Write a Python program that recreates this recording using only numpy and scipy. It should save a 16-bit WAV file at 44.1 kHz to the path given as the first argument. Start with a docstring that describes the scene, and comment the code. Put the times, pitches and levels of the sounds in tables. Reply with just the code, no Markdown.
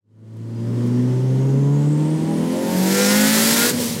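"""A turbocharged four-cylinder car pulls hard through one gear, heard in the cabin as the sound fades in.
The exhaust drones over road rumble while the turbo whistles upward; at full boost the wastegate
opens with a rasping roar. Then the throttle shuts: the roar dies, the blow-off valve hisses
and the exhaust barks and burbles."""
import sys
import numpy as np
from scipy import signal
from scipy.fft import rfft, irfft
from scipy.io import wavfile

SR = 44100
rng = np.random.default_rng(int(sys.argv[2]) if len(sys.argv) > 2 else 0)


def unload_wav(signal):
    """Save mono or channel-first audio to the path in sys.argv[1] as 16-bit WAV at rate SR, clipped to [-1, 1]."""
    wavfile.write(
        sys.argv[1],
        SR,
        np.round(np.clip(np.atleast_2d(signal).T, -1, 1) * 32767).astype(np.int16),
    )


N = 176400
TIME = np.arange(N) / SR
CYLINDERS = 4


def exhaust(cycle_hz, phase):
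    """Harmonics of the engine cycle swell and sink as they sweep through the cabin's resonances."""
    # the drone: first three harmonics of the firing rate (time [s], level [dB])
    firing_tone = [(0.2, -19), (0.9, -20.5), (1.47, -16), (1.91, -16.5), (2.44, -27), (2.59, -46),
                   (2.8, -16.5), (2.98, -21.5), (3.16, -16.5), (3.65, -24), (3.7, -36), (3.73, -26),
                   (3.93, -27.5)]
    second_tone = [(0.3, -29.5), (1.06, -22), (1.2, -35.5), (1.28, -30), (2.17, -24), (2.49, -33),
                   (2.65, -29.5), (2.72, -40), (2.98, -28.5), (3.32, -42), (3.66, -25), (3.93, -63)]
    third_tone = [(0.3, -35), (1.66, -30), (1.88, -37), (2.28, -42.5), (2.59, -26.5), (3.08, -40),
                  (3.36, -41), (3.43, -47), (3.93, -54)]
    # lope of uneven cylinders, at 5, 6 and 10 times the cycle rate (time [s], level [dB])
    lope_5 = [(1.9, -67), (2.24, -27.5), (2.74, -28.5), (2.88, -40), (3.25, -22), (3.39, -33), (3.6, -31),
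              (3.9, -63)]
    lope_6 = [(2.18, -36.5), (2.43, -22), (3, -39.5), (3.35, -43)]
    lope_10 = [(2.1, -48), (2.39, -34.5), (2.77, -42), (3, -22), (3.48, -31.5), (3.73, -43)]
    # the car body's filtering of the weaker harmonics (frequency [Hz], gain [dB])
    body = [(55, -62), (110, -64), (165, -30), (230, -25), (300, -21), (390, -21), (520, -22.5), (620, -25),
            (700, -27.5), (800, -24), (930, -18), (1030, -23), (1150, -37), (2000, -45)]
    # engine load, driving those weaker harmonics (time [s], gain [dB])
    load_level = [(0, -4.5), (.9, -7.5), (1.4, -2.5), (2, -4), (2.7, 1.5), (3.3, 0), (3.66, -3.5),
                  (3.78, -13), (4, -17)]
    loud = {5: lope_5, 6: lope_6, 8: second_tone, 10: lope_10, 12: third_tone}
    load = undb(curve(load_level))
    drone = undb(curve(firing_tone)) * tone(CYLINDERS * phase, flicker_db=.5)
    for k in range(2, 29):
        if k in loud:
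            drone += undb(curve(loud[k])) * tone(k * phase, flicker_db=.95)
        elif k != CYLINDERS:
            rolloff_db = k * by_order(k, firing_db=1.04, crank_db=1.3, uneven_db=1.92)
            gain = load * response(body, k * cycle_hz) * undb(-rolloff_db)
            drone += gain * tone(k * phase, flicker_db=3.5, blur=.3)
    return drone


def wastegate(cycle_hz, phase):
    """Gas jets out in a puff per firing and rings the open pipe with a rasp."""
    # roar of the jet (frequency [Hz], level [dB])
    roar_colour = [(350, -30), (600, -6.5), (900, -8), (1220, -8), (1450, -8.5), (1600, -4.5), (1880, -4.5),
                   (2790, -9.5), (3400, -5.5), (3800, -6), (4620, -4), (6000, -6.5), (7330, -4.5),
                   (9000, -8), (12000, -7.5), (15500, -14)]
    # its envelope (time [s], level [dB])
    roar_level = [(2.1, -63), (2.5, -46), (2.75, -32.5), (2.87, -26), (3.05, -23.5), (3.25, -19.5),
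                  (3.6, -18), (3.69, -18.5), (3.735, -29.5), (3.8, -35), (4, -58)]
    # bright hiss of the half-open gate (frequency [Hz], level [dB])
    opening_colour = [(3000, -20), (4000, -2), (4500, -10), (5400, 1), (6600, -4), (8200, -7), (9500, -20)]
    # pipe resonances (frequency [Hz], gain [dB])
    pipe = [(500, -34), (800, -22.5), (1150, -30), (1330, -15.5), (1430, -6.5), (1560, -14.5),
            (1850, -13.5), (2300, -18.5), (3000, -22), (4200, -30)]
    # envelope of the rasp (time [s], level [dB])
    rasp_level = [(2.4, -52), (2.83, -36), (2.97, -22), (3.22, -20), (3.42, -25), (3.63, -21.5), (3.7, -29),
                  (3.77, -55)]
    puffs = 1 + .15 * np.cos(CYLINDERS * phase)
    flutter = undb(.75 * walk(110))
    roar = noise(roar_colour) * undb(curve(roar_level))
    hiss = noise(opening_colour) * swell(at_s=3.055, width_s=.088, db=-25)
    rasp = np.zeros(N)
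    for k in range(10, 68):
        gain = undb(by_order(k, firing_db=0, crank_db=-11.5, uneven_db=-23))
        rasp += gain * response(pipe, k * cycle_hz) * tone(k * phase, flicker_db=1.9)
    return (roar + hiss) * puffs * flutter + rasp * undb(curve(rasp_level))


def turbo():
    """A breathy, wavering whistle climbs with boost, a broader whirl just below it."""
    # the whistle spooling up (time [s], pitch [Hz], level [dB])
    spool = [(0, 4280, -62), (.6, 4930, -57), (1.15, 5950, -57), (1.5, 6750, -58), (1.9, 8000, -50),
             (2.2, 9080, -48), (2.5, 10350, -52), (2.78, 11700, -40), (3.05, 12900, -39),
             (3.35, 13900, -50), (3.7, 14000, -70)]
    # envelope of the whirl (time [s], level [dB])
    whirl_level = [(.5, -61), (1.3, -58), (1.8, -53), (2.3, -53), (2.7, -54), (3.1, -62)]
    waver, flicker_db, whirl_ratio = .005, 2.0, .885
    pitch_hz = curve(spool) * (1 + waver * walk(20))
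    phase = 2 * np.pi * np.cumsum(pitch_hz) / SR
    whistle = breathy_tone(phase, width_hz=150)
    whistle *= undb(curve(spool, column=2) + flicker_db * walk(14))
    whirl = breathy_tone(whirl_ratio * phase, width_hz=280)
    whirl *= undb(curve(whirl_level) + flicker_db * walk(14))
    return whistle + whirl


def lift_off():
    """The throttle shuts: boost vents with a hiss and the exhaust barks and burbles."""
    # blow-off hiss, low burble and short bark (frequency [Hz], level [dB])
    hiss_colour = [(500, -16), (900, -6), (1300, -11), (2800, -4), (4700, 0), (8000, -2), (12000, -4),
                   (15500, -9)]
    burble_colour = [(60, -30), (115, -5), (175, 1), (205, -7), (245, 2), (320, -29), (390, -10), (500, -8),
                     (640, -36), (1200, -30)]
    bark_colour = [(400, -28), (480, -2), (520, -1), (560, -6), (650, -30)]
    # envelope of the hiss (time [s], level [dB])
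    hiss_level = [(3.68, -70), (3.73, -38), (3.78, -31.5), (3.81, -25), (3.87, -27.5), (3.93, -29.5),
                  (4, -36)]
    lift_s, closing_s = 3.69, .06
    shut = np.clip((TIME - lift_s) / closing_s, 0, 1)
    hiss = noise(hiss_colour) * undb(curve(hiss_level))
    burble = noise(burble_colour) * undb(-28)
    bark = noise(bark_colour) * swell(at_s=3.8, width_s=.023, db=-26)
    return shut * (hiss + burble + bark)


def intake():
    """Air rushes into the engine with a broad, lightly flickering hiss."""
    # rushing air (frequency [Hz], level [dB])
    air_colour = [(500, -1), (1100, -1), (1400, -3), (1900, 2), (2500, -3), (3100, -1), (3800, -5),
                  (6000, -5.5), (8300, -7), (10500, -13), (15500, -23)]
    # its envelope (time [s], level [dB])
    air_level = [(0, -46.5), (1.1, -47), (1.6, -47), (2.3, -42), (2.8, -36), (4, -38)]
    return noise(air_colour) * undb(curve(air_level) + .6 * walk(18))


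def cabin():
    """A bed of road rumble, with one bump in the road and two light ticks of trim."""
    # rumble, dull bump and bright ticks (frequency [Hz], level [dB])
    road_colour = [(25, -38), (55, -26.5), (90, -15), (135, -6.5), (210, 1), (290, -3.5), (420, -11),
                   (540, -13.5), (700, -28.5), (960, -21), (1250, -28), (2500, -49)]
    bump_colour = [(20, -6), (50, 3), (80, -12), (200, -38)]
    tick_colour = [(1500, -20), (4500, 0), (9000, 0), (15000, -8)]
    # envelope of the rumble (time [s], level [dB])
    road_level = [(0, -27.5), (1, -29.5), (2, -29), (2.5, -28), (3.2, -29), (3.7, -28), (4, -30.5)]
    # trim ticks (time [s], width [s], level [dB])
    tick_cues = [(0.37, .004, -47), (.872, .012, -52)]
    rumble = noise(road_colour) * undb(curve(road_level) + .68 * walk(10))
    bump = noise(bump_colour) * swell(at_s=3.22, width_s=.07, db=-48)
    ticks = noise(tick_colour) * sum(swell(*cue) for cue in tick_cues)
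    return rumble + bump + ticks


def undb(db):
    """Decibels to gain."""
    return 10 ** (np.asarray(db) / 20)


def curve(rows, column=1):
    """One column of a time table at every sample."""
    rows = np.array(rows, float)
    return np.interp(TIME, rows[:, 0], rows[:, column])


def swell(at_s, width_s, db):
    """A bell-shaped rise and fall in level."""
    return undb(db) * np.exp(-.5 * ((TIME - at_s) / width_s) ** 2)


def response(points, hz):
    """Gain of an EQ curve at the given frequencies, falling away beyond its ends."""
    f, db = np.array(points, float).T
    hz = np.maximum(hz, 1)
    skirts = np.minimum(1, np.minimum(hz / f[0], f[-1] / hz)) ** 2
    return undb(np.interp(np.log(hz), np.log(f), db)) * skirts


def noise(colour):
    """Noise of rms 1 with the given colour."""
    white = rfft(rng.standard_normal(N))
    coloured = irfft(white * response(colour, np.fft.rfftfreq(N, 1 / SR)), N)
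    return coloured / coloured.std()


def walk(rate, size=8192):
    """Random drift that glides to a new value rate times a second, with a spread of 1."""
    return np.interp(TIME * rate, np.arange(size), rng.standard_normal(size)) * np.sqrt(1.5)


def tone(phase, flicker_db, blur=0):
    """A partial of rms near 1 whose level flickers and whose phase wanders by blur radians."""
    start = 2 * np.pi * rng.random()
    return np.sqrt(2) * np.sin(phase + start + blur * walk(35)) * undb(flicker_db * walk(16))


def breathy_tone(phase, width_hz):
    """A narrow band of noise around a moving pitch."""
    return (walk(2 * width_hz) * np.cos(phase) + walk(2 * width_hz) * np.sin(phase)) / np.sqrt(2)


def by_order(k, firing_db, crank_db, uneven_db):
    """The value for cycle harmonic k: a firing harmonic, another crank harmonic, or neither."""
    return firing_db if k % CYLINDERS == 0 else crank_db if k % 2 == 0 else uneven_db


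def scene():
    """Exhaust and wastegate follow the same revs; all layers meet in mono behind the driver."""
    # engine revs (time [s], firing rate [Hz])
    revs = [(0.0, 103), (0.2, 110), (0.6, 115.7), (1.0, 123), (1.4, 132), (1.8, 145), (2.0, 151),
            (2.4, 165.5), (2.8, 185.5), (3.2, 210), (3.6, 234.0), (3.74, 247), (4.0, 225)]
    jitter = .003004
    cycle_hz = curve(revs) * (1 + jitter * walk(45)) / CYLINDERS
    phase = 2 * np.pi * np.cumsum(cycle_hz) / SR
    engine = exhaust(cycle_hz, phase) + wastegate(cycle_hz, phase) + lift_off()
    mono = engine + cabin() + turbo() + intake()
    return np.array([mono, mono])


def record(dry):
    """Soft clipping rounds the loudest peaks; the sound fades in and a steep low-pass cuts its top."""
    ceiling, fade_s, top_hz = .58, .84, 15800
    rounded = dry / (1 + (dry / ceiling) ** 6) ** (1 / 6)
    fade = np.minimum(TIME / fade_s, 1) ** 2.03
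    low_pass = signal.ellip(12, .1, 90, top_hz, fs=SR, output="sos")
    return signal.sosfilt(low_pass, rounded * fade)


dry = scene()
out = record(dry)
unload_wav(out)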